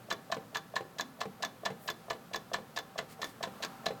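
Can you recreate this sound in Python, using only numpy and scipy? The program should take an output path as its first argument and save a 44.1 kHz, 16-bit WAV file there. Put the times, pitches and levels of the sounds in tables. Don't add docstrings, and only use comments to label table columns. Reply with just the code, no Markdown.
import sys
import numpy as np
from scipy import signal
from scipy.fft import rfft, irfft
from scipy.io import wavfile

SR = 44100
rng = np.random.default_rng(int(sys.argv[2]) if len(sys.argv) > 2 else 0)


def output_pcm(signal):
    pcm = np.clip(np.atleast_2d(signal).T, -1, 1) * 32767
    wavfile.write(sys.argv[1], SR, np.round(pcm).astype(np.int16))


N = 176400

# (time [s], level [dB], housing boom [dB], shaft ring [dB], tooth ping [dB], shaft pitch [Hz])
KNOCKS = [(0.1124,-36.5,-1,4,2,1710), (0.3228,-36,5,-0.5,3,1733), (0.5567,-39,-5,5.5,-0.5,1705),
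          (0.7637,-34,-11,4,-2,1741), (0.9963,-39.5,2,7,4,1705), (1.2136,-37,-1,0,-2,1713),
          (1.4353,-41,4.5,8.5,0,1715), (1.6603,-35.5,6,4,-3,1744), (1.887,-41,-6,7.5,2.5,1713),
          (2.1061,-37,7,1,-4,1733), (2.3445,-40,1,5.5,2.5,1720), (2.5423,-33.5,-0.5,0.5,-1,1725),
          (2.7742,-43.5,2.5,8.5,3,1725), (2.9883,-38,3.5,-3,-1.5,1753), (3.2297,-44,-8,7,6,1794),
          (3.4364,-36.5,3,-11,1,1770), (3.6347,-42.5,-4,4,7,1620), (3.8653,-42.5,14.5,-21,12.5,1630)]
# (time [s], length [s], level [dB])
SCRAPES = [(0.1017,0.0084,-36.5), (0.3155,0.0072,-37), (0.545,0.014,-39), (0.7545,0.013,-39),
           (0.983,0.011,-39), (1.204,0.019,-39.5), (1.4225,0.011,-35.5), (1.651,0.012,-36),
           (1.875,0.012,-38.5), (2.0987,0.009,-40.5), (2.332,0.012,-40), (2.533,0.008,-34.5),
           (2.761,0.018,-38.5), (2.9775,0.014,-39), (3.2157,0.0085,-35), (3.4265,0.0049,-34),
           (3.623,0.022,-37.5), (3.8577,0.011,-33)]
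# (time [s], level [dB], relative ring [dB], relative snap [dB])
TICKS = [(0.1242,-39,-1,-1.5), (0.5692,-40.5,1,6), (1.009,-40,2.5,7), (1.4486,-39,1,3.5),
         (1.9007,-38,0,-1.5), (2.3587,-39,0,0), (2.7877,-40.5,0,0), (3.2427,-40.5,0,1),
         (3.648,-38.5,-12,2.5)]
# (time [s], level [dB])
THUDS = [(0.3665, -40), (0.806, -43), (1.253, -43), (1.702, -40.5), (2.15, -48), (2.584, -43.5),
         (3.025, -50.5), (3.472, -43.5), (3.905, -39)]
BUMPS = [(0.085,-52), (0.2995,-43.5), (0.526,-55), (0.7375,-42.5), (0.964,-56.5), (1.1875,-52), (1.403,-52),
         (1.633,-44), (1.857,-55.5), (2.0815,-46.5), (2.311,-51.5), (2.5145,-42), (2.741,-58), (2.956,-46),
         (3.192,-50), (3.4065,-43), (3.602,-52), (3.8395,-51)]
SETTLES = [(.342, -41), (.781, -48), (1.231, -48), (1.676, -51), (2.129, -46), (2.559, -43), (3.010, -52),
           (3.453, -45), (3.882, -41)]
# (frequency [Hz], t60 [s], then level [dB] in a knock, scrape, tick, bump and thud)
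CASING_MODES = [(438.6, 0.044, -9.5, -7, -3, 1.5, 2), (661, 0.047, -18, -4.5, -1, -9, -12),
                (793, 0.19, -11.5, -23, -12, -9.5, -7), (1006, 0.034, 8.5, -25, -7, -4, -13),
                (1131, 0.027, 7.5, -15, 0, 6, -19), (1738, 0.089, -18, -1.5, -3.5, -10, -36),
                (3466, 0.094, -8.5, -6.5, -26, -20, -29), (4910, 0.02, -40, -0.5, -10, -38, -39),
                (6520, 0.058, -35, -8.5, -9, -40, -36)]
# (frequency [Hz], relative level [dB])
KNOCK_COLOUR = [(40, -54), (120, -19), (250, -13), (450, -11), (750, -8), (1050, -3), (1400, -3),
                (2200, -7), (4000, -12.5), (5200, -19), (7700, -17), (10000, -49), (13000, -25.5),
                (17000, -58)]
SCRAPE_COLOUR = [(40, -36), (120, -14), (300, -6), (700, 4), (1200, -5), (2200, -2), (3300, 2), (5000, 0),
                 (7300, -9.5), (9500, -20), (13000, -21.5), (17000, -27)]
TICK_COLOUR = [(40, -12), (120, -17), (250, 2.5), (700, -3), (1400, 1.5), (2800, -6.5), (5000, -3.5),
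               (6600, -8), (8200, -18), (10500, -30), (13200, -12.5), (17000, -30)]
SNAP_COLOUR = [(60, -36), (1000, -6), (3000, 5), (5000, 3), (6700, 6.5), (8300, -3), (10500, -22.5),
               (13200, -2), (15500, -13), (17000, -37)]
THUD_COLOUR = [(30, -29), (100, -4.5), (200, -2), (470, -6), (800, -5), (1400, -11.5), (2400, -14),
               (4000, -25.5), (8000, -30), (17000, -53)]
BUMP_COLOUR = [(30, -45), (100, -22), (300, -6), (600, 17), (1100, -7), (1800, -11), (4000, -26),
               (8000, -34), (17000, -51)]
# (frequency [Hz], relative level [dB])
UNDERBODY_COLOUR = [(40, -18), (200, 2.5), (600, 4.5), (1100, 2), (1800, 4.5), (4000, -1), (7000, -12.5),
                    (11000, -30), (17000, -9)]
WORKSHOP_COLOUR = [(25, -30), (70, -16), (125, 4.5), (210, 12), (320, -2.5), (420, -6.5), (700, -4.5),
                   (1700, -16.5), (4000, -15.5), (8000, -19), (16000, -30)]
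# (frequency [Hz], t60 [s])
WORKSHOP_T60 = [(100, 0.45), (250, 0.62), (700, 0.23), (2000, 0.41), (5000, 0.31), (16000, .15)]
# (time [s], length [s], level [dB], treble tilt [dB/octave])
RUSTLES = [(1.781, 0.16, -57, 10), (3.08, 0.075, -54.5, -2.5), (3.195, .14, -54.5, -2.5),
           (3.57, 0.22, -68, -5)]
# (frequency [Hz], relative level [dB])
ROOM_TONE_COLOUR = [(25, -26), (55, -15), (80, -11), (120, 0), (180, 2), (300, -7.5), (500, -4.5),
                    (800, -9.5), (1300, -9), (2200, -18), (3500, -20), (6000, -24.5), (10000, -26.5),
                    (13000, -24.5), (17000, -28)]
WHIRR_COLOUR = [(60, -27), (400, -20), (650, -9), (900, 2), (1100, 3.5), (1360, 1), (1700, -7), (3000, -20),
                (8000, -25), (17000, -54)]
# (time [s], level [dB])
ROOM_TONE_LEVEL = [(0, -55), (1, -56), (2, -55), (3.2, -55.5), (3.6, -52), (4, -55)]
WHIRR_LEVEL = [(0, -86), (3.3, -67), (3.48, -61.5), (3.75, -56), (4, -60)]
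# (frequency [Hz], width [Hz], level [dB])
HUMS = [(120.5, 9, -73.5), (229.5, 19, -67), (776, 11.5, -66), (1344, 16, -75.5)]
# (time [s], gain [dB])
HUM_SWELL = [(0, 1.5), (1.5, -1), (3.3, 1), (3.55, 2), (4, 7.5)]

BAND_LIMIT_HZ = 17300


def knock(db, boom_db, ring_db, ping_db, shaft_hz):
    housing = amp(4 + boom_db) * mode(hz=668, t60=0.06)
    shaft = amp(7 + ring_db) * mode(shaft_hz, t60=0.051, rise_s=0.0014)
    teeth = amp(7.5 + ping_db) * mode(hz=4014, t60=0.023, rise_s=0.00089)
    body = casing("knock", rise_s=0.00038)
    contact = amp(3) * chatter(blow(rise_s=0.00024, t60=0.061), KNOCK_COLOUR)
    return amp(db) * (housing + shaft + teeth + body + contact)


def scrape(length, db, rise_s=0.0018, release_s=0.0044, catch_s=0.004):
    t = clock()
    release = np.exp(-np.maximum(t - 0.77 * length, 0) / release_s)
    envelope = (1 - np.exp(-t / rise_s)) * release
    slide = amp(0.5) * chatter(envelope, SCRAPE_COLOUR) + casing("scrape", rise_s=0.0032)
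    catch = amp(-6.5) * chatter(blow(rise_s=0.00028, t60=0.025), SNAP_COLOUR)
    add(slide, catch_s, catch)
    return amp(db) * slide


def tick(db, ring_db, snap_db):
    snap = amp(3.5 + snap_db) * chatter(blow(rise_s=0.00027, t60=0.013), SNAP_COLOUR)
    crack = amp(5) * chatter(blow(rise_s=0.00019, t60=0.051), TICK_COLOUR)
    body = casing("tick", rise_s=0.00048)
    ring = amp(3 + ring_db) * mode(hz=3478, t60=0.08)
    return amp(db) * (snap + crack + body + ring)


def thud(db):
    hollow = amp(10) * mode(hz=484.3, t60=0.051, rise_s=0.0012)
    body = amp(2) * casing("thud", rise_s=0.0017)
    contact = amp(3.5) * chatter(blow(rise_s=0.0018, t60=0.051), THUD_COLOUR)
    return amp(db) * (hollow + body + contact)


def bump(db):
    housing = amp(14) * mode(hz=653, t60=0.04, rise_s=0.0029)
    body = amp(-0.5) * casing("bump", rise_s=0.0022)
    contact = amp(-1) * chatter(blow(rise_s=0.00058, t60=0.084), BUMP_COLOUR)
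    return amp(db) * (housing + body + contact)


def settle(db):
    return amp(db) * chatter(blow(rise_s=0.001, t60=0.05), SCRAPE_COLOUR)


def casing(kind, rise_s, spread_db=2, detune=0.015):
    column = ("knock", "scrape", "tick", "bump", "thud").index(kind)
    ring = 0
    for hz, t60, *levels in CASING_MODES:
        gain = amp(levels[column] + spread_db * rng.standard_normal())
        pitch = hz * (1 + detune * rng.uniform(-1.05, 1))
        ring += gain * mode(pitch, t60, rise_s)
    return ring


def chatter(envelope, colour, spread_db=3, grain_samples=16):
    grain_db = spread_db * rng.standard_normal(len(envelope) // grain_samples)
    grit = np.repeat(amp(grain_db), grain_samples) * rng.standard_normal(len(envelope))
    return coloured(unit(grit) * envelope, colour)


def reflections(x, underbody_delay_s=0.011, tail_rise_s=0.008, size=32768):
    t = clock(size)
    burst = rng.standard_normal(size) * (t > underbody_delay_s) * decay(t, t60=0.065)
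    early = coloured(burst, UNDERBODY_COLOUR)
    underbody = amp(-18.5) * early / np.linalg.norm(early)
    hz, times, bands = signal.stft(rng.standard_normal(size), SR, nperseg=512)
    fade = decay(times, spectrum_at(WORKSHOP_T60, hz)[:, None])
    fade /= np.sqrt(size * np.mean(fade ** 2, axis=1, keepdims=True))
    bands *= fade * amp(spectrum_at(WORKSHOP_COLOUR, hz))[:, None]
    workshop = signal.istft(bands, SR)[1][:size] * np.minimum(t / tail_rise_s, 1) ** 2
    return signal.fftconvolve(x, underbody + workshop)[:N]


def rustle(length, db, tilt_db, low_hz=1000, top_hz=13000):
    swell = np.sin(np.pi * np.minimum(clock(16384) / length, 1))
    top_db = tilt_db * np.log2(top_hz / low_hz)
    colour = [(low_hz, 0), (top_hz, top_db), (BAND_LIMIT_HZ, top_db - 3)]
    return amp(db) * chatter(swell, colour)


def background():
    hz = np.fft.rfftfreq(N, 1 / SR)
    hums = sum(amp(db) * noise(1 / (1 + (2 * (hz - centre) / width) ** 2)) for centre, width, db in HUMS)
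    room_tone = level(ROOM_TONE_LEVEL) * noise(amp(spectrum_at(ROOM_TONE_COLOUR, hz)))
    whirr = level(WHIRR_LEVEL) * noise(amp(spectrum_at(WHIRR_COLOUR, hz)))
    return room_tone + whirr + level(HUM_SWELL) * hums


def mode(hz, t60, rise_s=0.00028):
    t = clock()
    attack = 1 - np.exp(-(t / rise_s) ** 2)
    return np.sin(2 * np.pi * (hz * t + rng.random())) * attack * decay(t, t60)


def blow(rise_s, t60):
    t = clock()
    return (1 - np.exp(-t / rise_s)) * decay(t, t60)


def decay(t, t60):
    return np.exp(-np.log(1000) * t / t60)


def coloured(x, colour, size=2048):
    log_gain = np.log(amp(spectrum_at(colour, abs(np.fft.fftfreq(size, 1 / SR)))))
    taps = np.fft.ifft(np.exp(np.conj(signal.hilbert(log_gain)))).real
    return signal.fftconvolve(x, taps / np.linalg.norm(taps))[:len(x)]


def noise(gain):
    return unit(irfft(rfft(rng.standard_normal(N)) * gain, N))


def spectrum_at(points, hz):
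    frequencies, values = np.transpose(points)
    return np.interp(np.log(hz + 1), np.log(frequencies + 1), values)


def level(points):
    return amp(np.interp(clock(N), *np.transpose(points)))


def amp(db):
    return 10 ** (np.asarray(db) / 20)


def unit(x):
    return x / np.sqrt(np.mean(x ** 2) + 1e-20)


def clock(size=8192):
    return np.arange(size) / SR


def add(mix, start_s, sound):
    part = mix[max(round(start_s * SR), 0):][:len(sound)]
    part += sound[:len(part)]


def scene():
    rattle, handling = np.zeros(N), np.zeros(N)
    for events, source in ((KNOCKS, knock), (SCRAPES, scrape), (TICKS, tick),
                           (SETTLES, settle), (BUMPS, bump), (THUDS, thud)):
        for start_s, *settings in events:
            add(rattle, start_s, source(*settings))
    for start_s, *settings in RUSTLES:
        add(handling, start_s, rustle(*settings))
    return (rattle + reflections(rattle) + handling + background())[None]


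def record(dry):
    lowpass = signal.firwin(511, BAND_LIMIT_HZ, window=("kaiser", 9), fs=SR)
    return signal.oaconvolve(dry, lowpass[None], "same")


dry = scene()
out = record(dry)
output_pcm(out)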